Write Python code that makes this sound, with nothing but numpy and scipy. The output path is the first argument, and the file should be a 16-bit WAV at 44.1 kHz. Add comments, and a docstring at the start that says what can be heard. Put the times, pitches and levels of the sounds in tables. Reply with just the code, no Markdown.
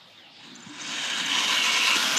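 """Far birds whistle over a quiet garden hush. From about 0.35 s a small toy car rolls down a propped-up
corrugated metal sheet: its hard wheels chatter, dense tiny contacts ring the metal, axles tick and the
sheet booms low. The rush grows as the car speeds up and nears, and from 0.85 s its body rings near 3 kHz.
From 1.3 s the body knocks on the sheet, and the metal changes colour from stretch to stretch."""
import sys
import numpy as np
from scipy import signal
from scipy.fft import rfft, irfft, next_fast_len
from scipy.io import wavfile

SR = 44100
rng = np.random.default_rng(int(sys.argv[2]) if len(sys.argv) > 2 else 0)


def wav_record(signal):
    """Record a signal, one row per channel, as 16-bit PCM in the file named by sys.argv[1]."""
    frames = np.transpose(np.atleast_2d(signal))
    bounded = np.clip(frames, -1, 1)
    # unit amplitude maps onto the largest positive 16-bit level
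    quanta = np.round(bounded * 32767).astype(np.int16)
    wavfile.write(sys.argv[1], SR, quanta)


N = 96534
T = np.arange(N) / SR
FFT_SIZE = next_fast_len(N + SR // 4)
HZ = np.maximum(np.arange(FFT_SIZE // 2 + 1) * SR / FFT_SIZE, 1)
ROLL_START_S, FADE_IN_S = 0.34, 0.07

# resonance of the car's body, sinking as it nears: (time [s], pitch [Hz], level [dB])
BODY_RESONANCE = [(.85, 3150, -43), (1.21, 3000, -33), (1.27, 3000, -36.5), (1.34, 3050, -28.5),
                  (1.45, 2950, -32.5), (1.66, 2800, -28), (1.74, 2855, -31.5), (1.86, 2706, -30),
                  (1.95, 2740, -24), (1.98, 2750, -45)]


def amp(db):
    """dB to gain."""
    return 10 ** (np.asarray(db) / 20)


def unit(x):
    """Scale to rms 1."""
    return x / np.sqrt(np.mean(x ** 2) + 1e-20)


def automation(rows):
    """One curve over time for each value column of a table."""
    times, *columns = np.transpose(rows)
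    return [np.interp(T, times, column) for column in columns]


def eq_curve(points):
    """Gain at each frequency, drawn through (Hz, dB) points on a log axis."""
    hz, db = np.transpose(points)
    return amp(np.interp(np.log(HZ), np.log(hz), db))


def drift(rate_hz):
    """Smooth random modulation, rms about 1."""
    pole = np.exp(-80 * np.pi * rate_hz / SR)  # runs at one step per 40 samples
    slow = signal.lfilter([1], [1, -2 * pole, pole * pole], rng.standard_normal(N // 40 + 2002))[2000:]
    return np.interp(np.arange(N) / 40, np.arange(len(slow)), unit(slow))


def resonance(hz, width_hz):
    """Response of one mode, 1 at its centre."""
    return 1j * HZ * width_hz / (hz ** 2 - HZ ** 2 + 1j * HZ * width_hz)


def ring(start, db, hz, t60, rise_cycles=2):
    """A struck mode: a sine that swells in and dies away."""
    age = np.maximum(T - start, 0)
    attack = np.sin(np.minimum(age * hz / rise_cycles, 1) * np.pi / 2) ** 2
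    return amp(db - 60 * age / t60) * np.sin(2 * np.pi * hz * age) * attack


def ramp(centre_s, length_s):
    """Linear fade from 0 to 1."""
    return np.clip((T - centre_s) / length_s + .5, 0, 1)


def bands(spectrum):
    """Split into overlapping third-octave bands: (centre [Hz], sound)."""
    for hz in 40 * 2 ** (np.arange(27) / 3):
        window = np.clip(1 - 3 * np.abs(np.log2(HZ / hz)), 0, 1)
        yield hz, irfft(spectrum * window, FFT_SIZE)[:N]


def pitched_noise(hz, width_hz):
    """A band of noise riding a moving pitch, rms 1."""
    phase = 2 * np.pi * np.cumsum(hz) / SR
    lowpass = signal.butter(2, width_hz / 2, fs=SR, output="sos")
    a, b = signal.sosfilt(lowpass, rng.standard_normal((2, N)))
    return unit(a * np.cos(phase) + b * np.sin(phase))


def garden_hush():
    """Leaves, far traffic and far birds blur into a noise bed whose bands swell and sink."""
    # tone of the bed: (frequency [Hz], relative level [dB])
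    colour = [(40, -37), (108, -9.5), (200, -9), (400, -14.5), (784, -9.5), (2170, -15.5), (3560, -6),
              (5200, -15), (5600, -23), (7500, -30.5), (10000, -41), (15000, -43)]
    level_db, flutter_db = -50.5, 3.24
    noise = rfft(rng.standard_normal(FFT_SIZE)) * eq_curve(colour)
    return amp(level_db) * unit(sum(band * amp(flutter_db * drift(6.1)) for _, band in bands(noise)))


def birds():
    """Thin gliding whistles, blurred by distance, with one echo."""
    # whistles: (start [s], length [s], start pitch [Hz], end pitch [Hz], level [dB])
    notes = [(0, .13, 3720, 3680, -62), (.145, .04, 3450, 3750, -51), (.225, .055, 3050, 2680, -53),
             (.29, .07, 2800, 2900, -61), (.39, .03, 3650, 3950, -54), (.43, .02, 2950, 2900, -52),
             (.44, .05, 3800, 3850, -57), (.505, .03, 3700, 3450, -52), (.54, .06, 4050, 3800, -56)]
    echo_lag, echo_db = int(.03 * SR), -12
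    out = np.zeros(N)
    for start, length, hz_from, hz_to, db in notes:
        hz = np.interp(T, [start, start + length], [hz_from, hz_to])
        whistle = np.sin(2 * np.pi * np.cumsum(hz) / SR) + 0.6 * pitched_noise(hz, width_hz=120)
        gate = ramp(start, .018) - ramp(start + length, .012)
        out += amp(db) * gate * whistle
    out[echo_lag:] += amp(echo_db) * out[:-echo_lag]
    return out


def sheet_boom():
    """The sheet's lowest modes, shaken by the rolling and twice thumped."""
    # swell of the boom: (time [s], level [dB])
    swell = [(.42, -62), (.5, -49), (.61, -53), (.72, -54), (.78, -49), (.92, -46), (1.07, -52.5),
             (1.22, -44), (1.37, -43.5), (1.7, -46), (1.9, -48), (2.0, -43), (2.19, -42.5)]
    # low modes: (pitch [Hz], width [Hz], relative level [dB])
    modes = [(151.5, 32.4, -6), (236.5, 75, -0.5), (296.4, 32.7, 1.5), (359, 10.2, -3)]
    # dull thumps: (time [s], level [dB], base pitch [Hz], t60 [s])
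    hits = [(0.662, -33, 135, 0.075), (1.958, -29, 210, 0.07)]
    response = sum(amp(db) * resonance(hz, width) * (-1) ** k for k, (hz, width, db) in enumerate(modes))
    response *= np.minimum(400 / HZ, 1) ** 2
    shake = unit(irfft(rfft(rng.standard_normal(FFT_SIZE)) * response, FFT_SIZE)[:N])
    rumble = amp(automation(swell)[0]) * shake * ramp(ROLL_START_S, FADE_IN_S)
    thumps = sum(ring(start, db, ratio * hz, t60)
                 for start, db, hz, t60 in hits for ratio in (0.89, 1.45, 1.6))
    after_ring = ring(start=.688, db=-36, hz=295, t60=.3, rise_cycles=6)  # follows the first thump
    return rumble + thumps + after_ring


def axle_ticks():
    """Each tick touches twice and strikes the axle's modes unevenly."""
    # ticks: (time [s], mean level of each mode [dB])
    hits = [(0.553, -48), (0.5965, -51), (0.6245, -53), (0.6862, -47), (0.8096, -45), (1.254, -35),
            (2.167, -34)]
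    modes_hz, spread_db, bounce_s = (6220, 6230, 7100, 7450), 9, .007
    return sum(ring(start + lag, db + spread_db * rng.standard_normal(), hz, t60=.024, rise_cycles=10)
               for start, db in hits for hz in modes_hz for lag in (0, bounce_s))


def body_ring():
    """The car's body rings as a noisy band that wavers in pitch and flickers in level."""
    pitch_hz, level_db = automation(BODY_RESONANCE)
    flicker_db, wander_hz = 2.2 * drift(24), 50 * drift(24.8)
    tone = pitched_noise(pitch_hz + wander_hz, width_hz=420)
    return amp(level_db + flicker_db) * tone * ramp(BODY_RESONANCE[0][0], FADE_IN_S)


def body_knocks():
    """The body knocks hard on the sheet and pings at its pitch of that moment."""
    # knocks: (time [s], level [dB])
    hits = [(1.3176, -7), (1.3297, -12), (1.356, -12.5), (1.3859, -7.5), (1.4816, -19.5), (1.508, -10),
            (1.6402, -15), (1.8787, -9), (1.9057, -7.5), (1.933, -15)]
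    pitch_hz, _ = automation(BODY_RESONANCE)
    return sum(ring(start, db, pitch_hz[int(start * SR)], t60=.011) for start, db in hits)


def wheel_jolts():
    """Gain in dB: each jolt briefly lifts or dips the rolling rush."""
    # jolts: (time [s], gain [dB])
    bumps = [(0.413, -4), (1.052, 1.5), (1.1012, 7), (1.198, 1.5), (1.515, 0)]
    rise_s, fade_s = .0034, .011
    return sum(db * ramp(start, rise_s) * np.exp(-np.maximum(T - start, 0) / fade_s)
               for start, db in bumps)


def wheel_contacts():
    """Force of hard wheels on metal: dense, uneven clicks over smooth noise."""
    contacts_per_s, spread_db, noise_share = 5000, 1.5, 0.43
    sizes = amp(spread_db * np.minimum(rng.exponential(1, N), 5)) * rng.choice([-1, 1], N)
    clicks = sizes * (rng.random(N) < contacts_per_s / SR)
    return unit(clicks) + noise_share * rng.standard_normal(N)


def sheet_ring(force):
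    """The wheels ring the sheet's many close modes; each of four stretches has its own set and colour."""
    # overall tone of the metal: (frequency [Hz], relative level [dB])
    colour = [(240, -36), (400, -14.5), (830, -9.5), (1200, -5.5), (2030, -5.5), (2830, -1), (4960, -8.5),
              (6500, -12), (8300, -17.5), (9700, -27.5), (11500, -26.5), (15200, -34.5)]
    # broad rings: (pitch [Hz], width [Hz], strength on stretch 1, 2, 3, 4 from the top down [dB])
    broad_rings = [(1027, 180, -5, 8.5, 2, -19), (1330, 90, -21, -5, 3, -13),
                   (1670, 530, 0.5, -9.5, -14.5, -31), (2236, 152, -5, 1.5, 6.5, -6),
                   (3752, 235, 6.5, 0, -8.5, -10), (4530, 86, 0, -4, -12, -5),
                   (6000, 1840, -19, -12, -9.5, -3), (6700, 1440, -1, -7, -15, -22)]
    stretch_ends_s, crossfade_s = (1.3, 1.51, 1.96), .04
    low_cut = np.minimum(HZ / colour[0][0], 1) ** 4
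    drive = rfft(force, FFT_SIZE) * eq_curve(colour) * low_cut
    entered = [1, *(ramp(end, crossfade_s) for end in stretch_ends_s), 0]
    out = np.zeros(N)
    for k in range(4):
        modes = 1 + 1.26 * sum(resonance(hz, width_hz=10) for hz in rng.uniform(499.3, 12000, size=50))
        rings = 1 + sum(amp(db[k]) * resonance(hz, width) ** 2 for hz, width, *db in broad_rings)
        out += (entered[k] - entered[k + 1]) * unit(irfft(drive * modes * rings, FFT_SIZE)[:N])
    return out


def rolling_rush():
    """Wheel chatter on the sheet grows with speed and nearness, flickering band by band."""
    # force of the rolling: (time [s], level [dB], treble above 9 kHz [dB, neutral at -18])
    approach = [(.38, -60, -42.5), (.44, -49, -40), (.52, -54, -30), (.62, -50.5, -32), (.74, -44, -30),
                (.8, -38.5, -30), (.9, -34, -26), (1.03, -31, -24), (1.21, -28, -21.5), (1.27, -31, -18),
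                (1.33, -26.5, -21.5), (1.52, -24.5, -16.5), (1.62, -26, -18.5), (1.85, -23, -18),
                (1.96, -23.5, -15.5), (2.05, -24, -12.5), (2.19, -23, -15)]
    level_db, treble_db = automation(approach)
    force = wheel_contacts()
    flutter_db, sparkle_db = 0.7 * drift(12), 0.65 * drift(50)
    rush = np.zeros(N)
    for hz, band in bands(rfft(sheet_ring(force), FFT_SIZE)):
        if hz > 200:
            flicker_db = flutter_db + 1.49 * drift(5) + sparkle_db * (hz > 4000)
            shelf_db = (treble_db + 18) * (hz > 9000)
            rush += band * amp(flicker_db + shelf_db)
    return amp(level_db + wheel_jolts()) * rush * ramp(ROLL_START_S, FADE_IN_S)


def scene():
    """Car, sheet and garden, the same on both channels."""
    car = rolling_rush() + body_ring() + body_knocks() + axle_ticks()
    return np.tile(car + sheet_boom() + birds() + garden_hush(), (2, 1))


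def record(dry):
    """A gentle bass roll-off and a steep top cut."""
    low_cut = signal.butter(2, 80, "high", fs=SR, output="sos")
    high_cut = signal.cheby2(24, 60, 15500, fs=SR, output="sos")
    return signal.sosfilt(high_cut, signal.sosfilt(low_cut, dry))


dry = scene()
out = record(dry)
wav_record(out)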